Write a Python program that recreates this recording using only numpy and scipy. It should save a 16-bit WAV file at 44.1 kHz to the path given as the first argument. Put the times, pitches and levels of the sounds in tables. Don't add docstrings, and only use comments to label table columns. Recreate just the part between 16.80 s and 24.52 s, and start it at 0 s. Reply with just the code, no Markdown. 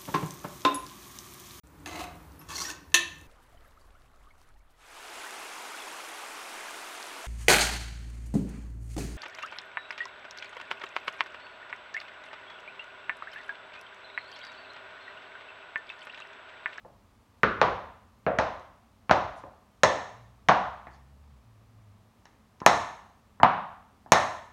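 import sys
import numpy as np
from scipy import signal
from scipy.fft import rfft, irfft, next_fast_len
from scipy.io import wavfile

SR = 44100
rng = np.random.default_rng(int(sys.argv[2]) if len(sys.argv) > 2 else 0)


def wav_out(sig):
    wavfile.write(sys.argv[1], SR, np.round(np.clip(np.atleast_2d(sig).T, -1, 1) * 32767).astype(np.int16))


N = 340452

# pitch_hz, level_db
HISS_SPECTRUM = [(18, -39), (30, -4), (106, -3.5), (153, -14), (215, -5.5), (328, -18.5), (569, -18.5),
                 (1070, -18.5), (1190, -17.5), (1390, -24.5), (16000, -43.5)]
# start_s, strength_db, heel_hz, sharpness_hz
LIGHT_TOUCHES = [(0.048, -44, 577, 1000), (1.796, -61.5, 720, 9000), (2.637, -38.5, 606, 1100),
                 (4.0695, -44.5, 786, 2205), (5.4548, -55, 917, 7040), (5.803, -53.5, 957, 7000),
                 (5.8166, -37.5, 1000, 1295), (6.600, -30, 900, 1310), (7.2609, -48.5, 794, 1175)]
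# pitch_hz, width_hz, level_db
TAP_RINGS = [(1310, 91, -4), (1776, 95, 3.5), (1884, 640, -2), (2400, 1900, -13.5), (3354, 73, -13),
             (3560, 7.6, -5.5), (4002, 1100, -11), (3930, 21, -7.5), (5490, 590, -10), (6564, 60, -7),
             (6330, 700, -8), (6940, 100, -11.5), (7525, 2400, -19.5), (9800, 1400, -24),
             (13550, 6600, -27.5)]
# pitch_hz, level_db, decay_s
ROOM_TAIL = [(71, 6, .85), (166, -3.5, 0.5), (360, 3.5, .5), (623, 3.5, 0.57), (1030, 3, 0.64),
             (1930, -1.5, 0.6), (3700, 0, 0.64), (6260, -5.5, 0.43), (8400, -8.5, 1), (13700, -12.5, .17)]
# delay_s, level_db
FIRST_ECHOES = [(.0066, -12), (.0130, -15.5), (0.0147, -13)]
# pitch_hz, width_hz, level_db
STANDING_WAVES = [(187, 7.7, -0.5), (398, 2.3, -2), (538, 3.6, -3.5), (729, 14, 1.5), (1030, 14, 0.5),
                  (1470, 17, 0)]
# time_s, level_db
APPROACH = [(0.6, -1.5), (2.3, -1), (3.0, -1), (5.8, 1.5)]
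# start_s, landing_name, strength_db, heel_hz, lean_db, sharpness_hz
FOOTSTEPS = [(0.633, "heel", -17.5, 440, 2.5, 3900), (0.8150, "sole", -15.5, 537, -0.1, 4500),
             (1.465, "heel", -20.5, 583, -6, 2536), (1.587, "sole", -19, 627, -1.5, 5370),
             (2.2950, "sole", -24.5, 690, 3, 3100), (2.3110, "sole", -15.5, 661, -2, 5300),
             (3.034, "right stamp", -14, 589, -2, 8200), (3.6866, "sole", -18, 748, 4, 5600),
             (3.6933, "left stamp", -15, 702, -1.5, 5520), (5.8630, "right stamp", -12.5, 706, 1, 12400),
             (6.6320, "left stamp", -12, 776, -0.5, 4000), (7.3202, "right stamp", -12, 666, 0.5, 13700)]
WAYS_OF_LANDING = {"heel": (177, 320.5, -1, 1381.5, 663, -6, 499),
                   "sole": (160, 339, -4, 998.5, 900, -7, 449.5),
                   "left stamp": (181, 112.5, -1, 1067, 880, -14, 400),
                   "right stamp": (179, 300.5, -6, 940, 740, -3, 1)}
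# middle_s, length_s, level_db, pitch_hz
SOLE_SLIDES = [(2.581, 0.07, -68.5, 5610), (4.138, .10, -75.5, 4500)]
# time_s, firing_rate_hz, level_db
ENGINE_RUN = [(3.2, 53.8, -71), (3.42, 56.9, -50.5), (3.75, 61.4, -55.5), (4.3, 68.2, -58),
              (4.5, 70.1, -55), (4.66, 56.6, -55.5), (5.1, 51.56, -52), (5.35, 50, -67)]
# pitch_hz, width_hz, level_db
ROOM_BOOMS = [(68.5, 14, 1.5), (104, 7, -2), (112.8, 8, -1.5), (135, 6, -3.5)]

HEEL_WIDTH_HZ, BLOW_GAIN_DB = 280, 40.5


def from_db(db):
    return 10 ** (np.asarray(db) / 20)


def unit_energy(x):
    return x / np.sqrt(np.sum(x ** 2) + 1e-20)


def at_hz(table, hz, column=1):
    table = np.array(table)
    return np.interp(np.log(hz + 1e-9), np.log(table[:, 0]), table[:, column])


def keep_band(x, hz, kind, order=2):
    edge = np.clip(hz, 10, .47 * SR)
    return signal.sosfilt(signal.butter(order, edge, kind, fs=SR, output="sos"), x + 1e-18)


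def add(track, start_s, sound):
    start = int(np.clip(round(start_s * SR), 0, N - 1))
    track[start:start + len(sound)] += sound[:N - start]


def resonance(hz, centre_hz, width_hz, level_db):
    detuning = (hz ** 2 - centre_hz ** 2) / (hz * width_hz + 1e-9)
    return (from_db(level_db) / (1 + detuning ** 2)) ** 2


def struck(power):
    cepstrum = irfft(np.log(power + 1e-12) / 2)
    half = len(cepstrum) // 2
    cepstrum[1:half] *= 2
    cepstrum[half + 1:] = 0
    return irfft(np.exp(rfft(cepstrum)))[:half]


def air_hiss(above_400_hz_db=-67):
    hz = np.fft.rfftfreq(N, 1 / SR)
    air = irfft(rfft(rng.standard_normal(N)) * from_db(at_hz(HISS_SPECTRUM, hz)), N)
    return from_db(above_400_hz_db) * air / np.std(keep_band(air, 400, "high"))


def touch(strength_db, heel_hz, sharpness_hz):
    thump = (150, 340, strength_db - 3)  # pitch_hz, width_hz, level_db
    heel = (heel_hz, HEEL_WIDTH_HZ, strength_db)
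    sole = (1010, 846, strength_db - 5)
    return blow([thump, heel, sole], strength_db - 0.5, sharpness_hz, damping_hz=60)


def blow(knocks, tap_db, sharpness_hz, damping_hz, steepness=7.4):
    hz = np.fft.rfftfreq(8192, 1 / SR)
    power = sum(resonance(hz, *knock) for knock in knocks)
    for pitch_hz, width_hz, level_db in TAP_RINGS:
        damped_hz = width_hz + damping_hz
        power += resonance(hz, pitch_hz, damped_hz, level_db + tap_db) * (width_hz / damped_hz) ** 2
    return from_db(BLOW_GAIN_DB) * struck(power / (1 + (hz / sharpness_hz) ** steepness))


def bending_waves(sound, lag_hz=(600, 1500), spread_hz=1100):
    radius = np.exp(-np.pi * spread_hz / SR)
    for hz in lag_hz:
        feedback = [1, -2 * radius * np.cos(2 * np.pi * hz / SR), radius ** 2]
        sound = signal.lfilter(feedback[::-1], feedback, sound + 1e-18)
    return sound


def land(sound, time_s, grit=0.22, grit_s=0.0016, room_db=-0.29):
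    t = np.arange(SR // 100) / SR
    chatter = grit * rng.standard_normal(len(t)) * np.exp(-t / grit_s)
    chatter[0] = 1
    direct = signal.fftconvolve(bending_waves(sound), unit_energy(chatter))
    direct_db = np.interp(time_s, *np.transpose(APPROACH))
    out = from_db(room_db) * standing_waves(room(sound))
    add(out, 0, from_db(direct_db) * direct)
    return out


def room(sound, build_s=0.00057, early_db=-4.0, early_s=0.031, echo_cutoff_hz=6000):
    t = np.arange(SR * 3 // 5) / SR
    noise = rng.standard_normal((2, len(t)))
    edges_hz = np.geomspace(40, 18000, 17)
    onset = (1 - np.exp(-(t / build_s) ** 2)) * (1 + from_db(early_db) * np.exp(-t / early_s))
    tail = np.zeros(len(t))
    for k, (low, high) in enumerate(zip(edges_hz, edges_hz[1:])):
        hz = np.sqrt(low * high)
        fade = np.exp(-np.log(1000) * t / at_hz(ROOM_TAIL, hz, column=2))
        band = keep_band(noise[k % 2], [low, high], "band")
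        tail += from_db(at_hz(ROOM_TAIL, hz)) * unit_energy(onset * fade) * band
    echoes = np.zeros(len(t))
    for delay_s, level_db in FIRST_ECHOES:
        stretch = 1 + .06 * rng.uniform(-1, 1)
        echoes[int(delay_s * SR * stretch)] += from_db(level_db)
    return signal.fftconvolve(sound, tail + keep_band(echoes, echo_cutoff_hz, "low", order=1))


def standing_waves(tail):
    size = next_fast_len(len(tail) + SR // 4)
    hz = np.fft.rfftfreq(size, 1 / SR)
    peaks = sum(from_db(level_db) / 2 / (1 + 2j * (hz - pitch_hz) / width_hz)
                for pitch_hz, width_hz, level_db in STANDING_WAVES)
    return irfft(rfft(tail, size) * (1 + peaks), size)


def step(landing, strength_db, heel_hz, lean_db, sharpness_hz, usual_step_db=-13):
    thump_hz, thump_width_hz, thump_db, sole_hz, sole_width_hz, tap_db, damping_hz = (
        WAYS_OF_LANDING[landing])
    weight_db = 0.03 * (strength_db - usual_step_db)
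    thump = (thump_hz, thump_width_hz, strength_db + thump_db + weight_db)
    heel = (heel_hz, HEEL_WIDTH_HZ, strength_db - lean_db)
    sole = (sole_hz, sole_width_hz, strength_db + lean_db)
    return blow([thump, heel, sole], strength_db + tap_db, sharpness_hz, damping_hz)


def shuffle(length_s, level_db, pitch_hz):
    size = int(length_s * SR)
    grains = rng.laplace(size=SR)[:size] * np.hanning(size)
    scrape = keep_band(grains, [pitch_hz / np.sqrt(2), pitch_hz * np.sqrt(2)], "band")
    return from_db(level_db) * scrape / np.std(scrape)


def far_engine(waver=0.036, waver_hz=14, fade_s=.15):
    t = np.arange(N) / SR
    time_s, rate_hz, level_db = np.transpose(ENGINE_RUN)
    hz = np.interp(t, time_s, rate_hz)
    wander = keep_band(rng.standard_normal(N), waver_hz, "low")
    phase = 2 * np.pi * np.cumsum(hz * (1 + waver * wander / np.std(wander))) / SR
    tone = np.zeros(N)
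    for harmonic in (1, 2):
        boom_power = sum(resonance(harmonic * hz, *boom) for boom in ROOM_BOOMS)
        tone += np.sqrt(2 * boom_power) * np.sin(harmonic * phase)
    outside_run_s = np.abs(t - np.clip(t, time_s[0], time_s[-1]))
    return from_db(np.interp(t, time_s, level_db)) * np.exp(-outside_run_s / fade_s) * tone


def scene():
    shoes = np.zeros(N)
    for start_s, *settings in FOOTSTEPS:
        add(shoes, start_s, land(step(*settings), start_s))
    for start_s, *settings in LIGHT_TOUCHES:
        add(shoes, start_s, land(touch(*settings), start_s))
    for middle_s, length_s, *settings in SOLE_SLIDES:
        add(shoes, middle_s - length_s / 2, land(shuffle(length_s, *settings), middle_s))
    return (shoes + air_hiss() + far_engine())[None, :]


def record(dry, bass_hz=42, top_hz=15900):
    rounded = dry / (1 + dry ** 6) ** (1 / 6)
    treble_cut = signal.ellip(10, .1, 70, top_hz, fs=SR, output="sos")
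    return signal.sosfilt(treble_cut, keep_band(rounded, bass_hz, "high", order=3))


dry = scene()
out = record(dry)
wav_out(out)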